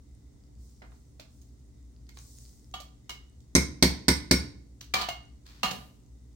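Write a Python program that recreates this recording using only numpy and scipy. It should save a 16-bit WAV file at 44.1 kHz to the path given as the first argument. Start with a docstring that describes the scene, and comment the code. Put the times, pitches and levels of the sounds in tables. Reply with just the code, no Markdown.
"""Thick soup is scraped from a tin can into a skillet in a home kitchen. The pan sizzles faintly and flares up
over a motor's hum, moving air and a thin whistle. A spoon ticks and clanks in the can, then knocks four times on
the skillet's rim, which rings and thumps the stove. The spoon drops into the can; a hand slips on the tin; the
can is set down with a soft boom. Metal is decaying sine waves plus short noise; hiss and air are coloured noise."""
import sys
import numpy as np
from scipy import signal
from scipy.fft import rfft, irfft
from scipy.io import wavfile

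SR = 44100
rng = np.random.default_rng(int(sys.argv[2]) if len(sys.argv) > 2 else 0)


def file_out(sig):
    """Save sig as 16-bit WAV at sys.argv[1]."""
    # one column per channel
    cols = np.atleast_2d(sig).T
    # limit, then scale
    lim = np.clip(cols, -1, 1)
    pcm = np.round(lim * 32767).astype(np.int16)
    wavfile.write(sys.argv[1], SR, pcm)


N = 280387
TIME = np.arange(N) / SR  # the whole scene [s]
RING = np.arange(int(0.7 * SR)) / SR  # the time of one blow [s]

# spectrum of the can's tinny crack, and of skin rubbing on it: (frequency [Hz], relative level [dB])
TINNY_COLOUR = [(120, -7.5), (450, -6), (750, -6), (1800, -4.5), (2800, -6), (4300, -1), (5200, -5.5),
                (6400, -8.5), (7000, -9.5), (11000, -22), (15500, -16)]


def undb(db):
    """Turn decibels into gain."""
    return 10 ** (np.asarray(db) / 20)


def fade(t60):
    """Exponential decay that loses 60 dB in t60 seconds."""
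    return np.exp(-np.log(1000) * RING / t60)


def pan(db):
    """Left and right gains; a positive level difference is louder on the left."""
    return undb(np.array([[db], [-db]]) / 2)


def add(out, s, sound):
    """Mix a stereo sound in at time s."""
    i = int(s * SR)
    out[:, i:i + sound.shape[1]] += sound[:, :N - i]


def noise(colour, size, shade=lambda hz: 0, alike_hz=520):
    """Stereo noise of rms 1 with a (Hz, dB) spectrum; long waves reach both microphones nearly alike."""
    hz = np.maximum(np.fft.rfftfreq(size, 1 / SR), 1)
    points, db = np.transpose(colour)
    level_db = np.interp(np.log(hz), np.log(points), db) + shade(hz)
    mid, side = rfft(rng.standard_normal((2, size)))
    apart = np.clip(hz / alike_hz, 0.22, 1)
    both = (mid + np.array([[1], [-1]]) * apart * side) / np.sqrt(1 + apart ** 2)
    x = irfft(both * undb(level_db), size)
    return x / x.std()


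def ring(modes, detune, tilt_db=0, alike_hz=1400):
    """Thin metal rings in many decaying notes (modes), a little different at each blow."""
    out = 0
    for hz, db, t60 in modes:
        pitch = hz * (1 + detune * rng.standard_normal())
        size = undb(db + 0.84 * rng.standard_normal() + tilt_db * np.log2(hz / 2500))
        # short waves reach each microphone in their own phase
        phase = rng.random() + min(hz / alike_hz, 1) * rng.random((2, 1))
        out = out + size * fade(t60) * np.sin(2 * np.pi * (pitch * RING + phase))
    return out * (1 - fade(0.0031))  # soft start


def chatter(grain_s=0.0012, depth_db=4.5):
    """Surfaces make and break contact many times within one blow: a jumpy gain of rms 1."""
    steps = np.arange(0, RING[-1] + grain_s, grain_s)
    gain = undb(depth_db * np.interp(RING, steps, rng.standard_normal(len(steps))))
    return gain / np.sqrt(np.mean(gain ** 2))


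def kitchen(early_t60=0.24, late_t60=0.47, treble_t60=0.13, late_db=-5, dull_hz=6500):
    """Room echoes of unit energy: strong early ones off the cupboards, then a tail whose treble dies first."""
    wash = noise([(60, -0.5), (400, -4.5), (900, -2.5), (6000, -4), (15000, 0.0)], len(RING))
    dull = signal.sosfiltfilt(signal.butter(2, dull_hz, fs=SR, output="sos"), wash)
    tail = dull * fade(late_t60) + (wash - dull) * fade(treble_t60)
    response = wash * fade(early_t60) + undb(late_db) * tail
    response = response * np.clip((RING - 0.003) / 0.0098, 0, 1)  # echoes arrive after the direct sound
    return response / np.sqrt(np.sum(response ** 2) / 2)


def in_room(sound, room, db):
    """A sound with its echoes, in stereo; db is the level of the echoes."""
    sound = np.atleast_2d(sound)
    echoes = signal.fftconvolve(sound, room, axes=1)[:, :sound.shape[1]]
    return sound + undb(db) * echoes


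def skillet(room, clack_t60=0.076, spoon_db=6, spoon_octaves=0.64, note_db=2, note_t60=0.017,
            note_pan_db=-9, room_db=-5.0):
    """Each knock clacks, rings spoon and pan, and bounces the pan on the hollow stove top."""
    # spoon on the skillet's rim: (time [s], clack level [dB], ring level [dB], stove thump level [dB],
    # the spoon's own note [Hz], left minus right [dB])
    knocks = [(3.5512, -11.5, -21, -17.5, 6210, -2), (3.825, -11.5, -26, -17, 4350, -2),
              (4.0821, -13.5, -20.5, -19, 4750, -2.5), (4.3107, -12.5, -22, -18, 4555, -1.5)]
    # skillet and stove top bouncing together: (frequency [Hz], relative level [dB], t60 [s])
    stove_modes = [(69.8, -3.5, 0.36), (130, -9, 0.25), (172, -2.5, .2), (193, 3, 0.12), (229.6, 0, .16),
                   (260.4, 5, 0.13), (293, -21.5, 1), (354.5, -1, 0.17), (367, -9, 0.12),
                   (423.4, -6.5, 0.14), (449.4, -17, 0.29), (511, -12.5, 0.19), (592, -8.5, 0.1)]
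    # the skillet's wall: (frequency [Hz], relative level [dB], t60 [s])
    wall_modes = [(916, -12.5, 0.066), (1056, -17, 0.21), (1472, -12, .14), (1706, -13.5, .12),
                  (2120, -2.5, 0.089), (2180, -7, 0.15), (2200, -13.5, 0.29), (2375, -13, 0.11),
                  (3710, -12.5, 0.12), (3970, -7.5, .1), (4410, -12.5, 0.092), (4530, -5, 0.073),
                  (4740, -7, .08), (5150, -2.5, .11), (5570, -8, 0.22), (5700, -12.5, 0.16),
                  (6340, -13.5, 0.16), (7612, -11.5, 0.084), (8240, -1, .025), (8530, -1.5, 0.059),
                  (8700, -2.5, .02)]
    # the dense, short-lived modes of a knock: (frequency [Hz], relative level [dB])
    clack_colour = [(250, -15), (550, -2.5), (1200, -2.5), (2200, 3.5), (2800, -7.5), (4000, -2),
                    (5300, 1.5), (6900, -6), (9500, -8), (13000, -13), (15500, -13.5)]
    # close modes of pan and spoon that bunch together and colour the clack:
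    # (frequency [Hz], width [Hz], boost [dB])
    clusters = [(940, 130, 6), (2154, 180, 6), (3930, 130, 4), (8450, 130, 14), (11400, 390, 6.5),
                (14000, 400, 6)]
    shudder_colour = [(30, -21.5), (70, 9.0), (300, 4.5), (600, -13.5), (2000, -53.5)]  # (Hz, dB)

    out = np.zeros((2, N))
    thump = sum(undb(db) * fade(t60) * np.sin(2 * np.pi * hz * RING) for hz, db, t60 in stove_modes)
    thump = thump * (1 - fade(0.014))  # the heavy pan takes a moment to move
    for s, clack_db, ring_db, thump_db, spoon_hz, pan_db in knocks:
        def shade(hz):
            """Extra level around the spoon's note and the clusters."""
            spoon = spoon_db * np.exp(-(np.log2(hz / spoon_hz) / spoon_octaves) ** 2)
            return spoon + sum(db * np.exp(-((hz - centre) / width) ** 2) for centre, width, db in clusters)

        clack = noise(clack_colour, len(RING), shade) * fade(clack_t60) * (1 - fade(0.0073)) * chatter()
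        # the hand damps the spoon's note at once; it beams to the right
        note = ring([(spoon_hz, note_db, note_t60)], detune=0.0043) * pan(note_pan_db)
        # the pan is not quite round, so each of its modes is a beating pair
        pair = (ring(wall_modes, detune=0.006) + ring(wall_modes, detune=0.006)) / np.sqrt(2)
        metal = undb(clack_db) * (clack + note) + undb(ring_db) * pair
        # the stove's loose panels go on shuddering
        shudder = noise(shudder_colour, len(RING)) * fade(0.82) * (1 - fade(0.06))
        stove = in_room(thump, room, -12.5) + undb(-16) * shudder
        add(out, s, in_room(metal * pan(pan_db), room, room_db) + undb(thump_db) * stove)
    return out


def clink(crack_db, ring_db, tilt_db=0, crack_t60=0.066):
    """One contact with the can: a tinny crack and the ring of its wall; tilt_db (per octave) brightens both."""
    # the can's wall: (frequency [Hz], relative level [dB], t60 [s])
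    can_modes = [(704, -8.5, 0.057), (752.6, -1.5, 0.078), (996, -9, 0.085), (1151, -7, 0.096),
                 (1209, -3.5, 0.14), (1422, -16, 0.14), (1794, -18.5, 0.14), (2210, -11.5, .11),
                 (2746, -7, 0.059), (2990, -10.5, 0.2), (3255, -6, 0.067), (3780, -12, 0.077),
                 (3830, -6, 0.059), (4250, -10, .11), (4500, -19, 0.13), (6500, -14.5, .13)]

    def hardness(hz):
        """A harder contact is brighter."""
        return tilt_db * np.log2(np.clip(hz, 1000, 7000) / 2500)

    crack = noise(TINNY_COLOUR, len(RING), hardness) * fade(crack_t60) * (1 - fade(0.0051)) * chatter()
    return undb(crack_db) * crack + undb(ring_db) * ring(can_modes, detune=0.005, tilt_db=tilt_db)


def scraping(room, spot_t60=0.041, ring_db=-22, pan_db=-3, room_db=-3.5):
    """The spoon ticks dully on the can, damped by soup and hand, which hardly rings except where struck."""
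    # (time [s], level [dB], treble tilt [dB per octave], note of the struck spot [Hz], its level [dB])
    ticks = [(0.8187, -46, -9, 2060, -45.5), (.838, -52, -10, 1650, -54), (.918, -55.5, -7.5, 890, -60),
             (1.196, -43, .5, 623, -47.5), (1.415, -56.5, 11, 6520, -56), (2.09, -48.5, 2.5, 2135, -51.5),
             (2.171, -46, -0.5, 1110, -53), (2.802, -40, 5.5, 618, -42), (3.403, -62.5, 8.5, 7170, -60.5),
             (4.8089, -38.5, 3, 5900, -41)]
    out = np.zeros((2, N))
    for s, db, tilt_db, spot_hz, spot_db in ticks:
        spot = ring([(spot_hz, spot_db, spot_t60)], detune=0.002)
        add(out, s, clink(db, db + ring_db, tilt_db) + spot)  # ring_db is relative to the tick
    return in_room(out * pan(pan_db), room, room_db)


def empty_can(room, spot_t60=0.048, uneven=0.08, swing_db=3, room_db=-4):
    """A blow rings wall, rim and struck spot; loose metal may then rattle from side to side, ever weaker."""
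    # free blows on the emptied can: (time [s], crack level [dB], wall ring level [dB], rim ring level [dB],
    # note of the struck spot [Hz], its level [dB], rebounds [count], left minus right [dB])
    clanks = [(2.739, -36, -35, -58, 3300, -34, 0, -2), (3.0938, -29, -45.5, -37, 2944, -30, 0, -2),
              (4.9382, -20.5, -28, -45, 2340, -18, 5, -1), (5.013, -29, -33.5, -46, 4530, -29, 3, -4.5),
              (5.0864, -29, -36.5, -34, 701, -26, 0, -0.5), (5.6313, -21.5, -26, -29.5, 2776, -18, 3, -2.5),
              (5.709, -29.5, -42, -44, 2850, -40, 0, -3)]
    # the can's stiff rim, which rings longest: (frequency [Hz], relative level [dB], t60 [s])
    rim_modes = [(2163, -8, .24), (2864, -2.5, 0.2), (2935, -3.5, 0.13)]
    first_s, spread = 0.005, 1.55  # the n-th rebound comes about first_s * n ** spread after the blow
    crack_drop_db, ring_drop_db = -7, -3.5  # first rebound relative to its blow
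    loss_db = 2  # what each further rebound loses
    softness_db = -1.5  # treble tilt per octave: rebounds are softer contacts

    out = np.zeros((2, N))
    for s, crack_db, wall_db, rim_db, spot_hz, spot_db, count, pan_db in clanks:
        rim = undb(rim_db) * ring(rim_modes, detune=0.003)
        spot = ring([(spot_hz, spot_db, spot_t60)], detune=0.0025)
        add(out, s, (clink(crack_db, wall_db) + rim + spot) * pan(pan_db))
        for k in range(round(count)):
            late = first_s * (k + 1) ** spread * (1 + uneven * rng.standard_normal())
            rebound = clink(crack_db + crack_drop_db, wall_db + ring_drop_db, softness_db, crack_t60=0.082)
            side_db = pan_db + swing_db * (-1) ** k
            add(out, s + late, rebound * undb(-loss_db * k) * pan(side_db))
    return in_room(out, room, room_db)


def scuff(room, start_s=5.454, level_db=-57, rub_t60=1.0, room_db=-2):
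    """The hand slips on the can while carrying it: skin rubs over the tin in a soft, grainy rustle."""
    out = np.zeros((2, N))
    grains = noise(TINNY_COLOUR, len(RING)) * chatter(grain_s=0.004, depth_db=4)
    add(out, start_s, undb(level_db) * grains * fade(rub_t60) * (1 - fade(0.02)))
    return in_room(out, room, room_db)


def counter(thud_t60=0.56):
    """The cupboard under the counter answers the can's weight with a soft boom."""
    # the can's weight on the counter: (time [s], level [dB])
    thuds = [(5.631, -40), (5.708, -41)]
    boom_colour = [(50, -28.0), (110, -17), (190, -3.5), (330, -20), (600, -16), (1500, -35)]  # (Hz, dB)
    out = np.zeros((2, N))
    for s, db in thuds:
        boom = noise(boom_colour, len(RING)) * fade(thud_t60) * (1 - fade(0.017))
        add(out, s, undb(db) * boom)
    return out


def frying_strength(simmer_db=-75.5, attack_s=0.056, cool_s=0.16):
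    """A steady simmer, plus flares that rise, hold and die down as the metal cools."""
    # soup is pushed onto hot metal: (time [s], level [dB], hold [s])
    flares = [(0.567, -66.5, .06), (0.887, -71.5, 0.031), (1.276, -70, 0.031), (2.132, -58, .25)]
    power = undb(simmer_db) ** 2
    for s, db, hold_s in flares:
        rise = np.clip((TIME - s) / attack_s, 0, 1)
        cooling = np.exp(-np.maximum(TIME - s - attack_s - hold_s, 0) / cool_s)
        power = power + (undb(db) * rise * cooling) ** 2
    return np.sqrt(power)


def sizzle(room, pops_per_s=55, spread_db=4.5, pop_db=-7):
    """Fine hiss of frying, with tiny bubbles that burst one by one as short, high, decaying notes."""
    # spectrum of the hiss: (frequency [Hz], relative level [dB])
    hiss_colour = [(2500, -28.5), (4000, -7.5), (5500, -2), (7500, -1.5), (9500, -4.5), (11000, -17),
                   (15500, -7.5)]
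    pops = np.zeros((2, N))
    t = RING[:256]
    for when, pitch, size, side in rng.random((int(pops_per_s * N / SR), 4)):
        hz = 4500 * 2 ** pitch  # anywhere within one octave
        pop = np.sin(2 * np.pi * hz * t) * np.exp(-hz * t / 4)
        loudness = undb(-spread_db * np.log(max(size, 0.02)))  # few are loud
        add(pops, when * (N - 1) / SR, pop * pan(6 * (side - 0.5)) * loudness)
    pops = in_room(pops, room, -4.5)
    return frying_strength() * (noise(hiss_colour, N) + undb(pop_db) * pops / pops.std())


def background(air_db=-53):
    """An appliance motor hums in steady sine waves over the low rush of moving air."""
    # the motor: (frequency [Hz], rms level [dB])
    hum_notes = [(59.6, -54.5), (118.8, -62.5), (209.9, -73), (242.2, -72.5), (290.7, -70.5)]
    # spectrum of the air: (frequency [Hz], relative level [dB per Hz])
    air_colour = [(15, -49), (25, -18.5), (43, -9), (64, 4), (92, -15.5), (123, -10), (180, -19),
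                  (293, -18), (326, -27.5), (363, -22), (560, -33), (1940, -48.5), (2760, -48.5),
                  (6740, -44), (16000, -69)]
    hum = 0
    for hz, db in hum_notes:
        hum = hum + np.sqrt(2) * undb(db) * np.sin(2 * np.pi * (hz * TIME + rng.random()))
    return hum + undb(air_db) * noise(air_colour, N)


def whistle(level_db=-84, waver_s=0.14, waver_db=3):
    """A faint, thin whistle of narrow noise whose level wavers at random."""
    # spectrum of the whistle: (frequency [Hz], relative level [dB])
    whistle_colour = [(1500, -31), (2000, 0), (2600, -26), (3400, -21), (3700, -2.5), (4100, -28)]
    steps = np.arange(0, TIME[-1] + waver_s, waver_s)
    waver = np.interp(TIME, steps, rng.standard_normal(len(steps)))
    return undb(level_db + waver_db * waver) * noise(whistle_colour, N)


def scene():
    """Skillet, can and frying share one kitchen."""
    room = kitchen()
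    can = scraping(room) + empty_can(room) + scuff(room) + counter()
    return skillet(room) + can + sizzle(room) + background() + whistle()


def record(dry, low_cut_hz=38, top_hz=15900):
    """The phone thins the deepest bass, rounds off the highest peaks and cuts the top."""
    heard = signal.sosfilt(signal.butter(2, low_cut_hz, "high", fs=SR, output="sos"), dry)
    heard = heard / (1 + (heard / 0.9) ** 4) ** (1 / 4)
    return signal.sosfilt(signal.ellip(8, 0.2, 80, top_hz, fs=SR, output="sos"), heard)


dry = scene()
out = record(dry)
file_out(out)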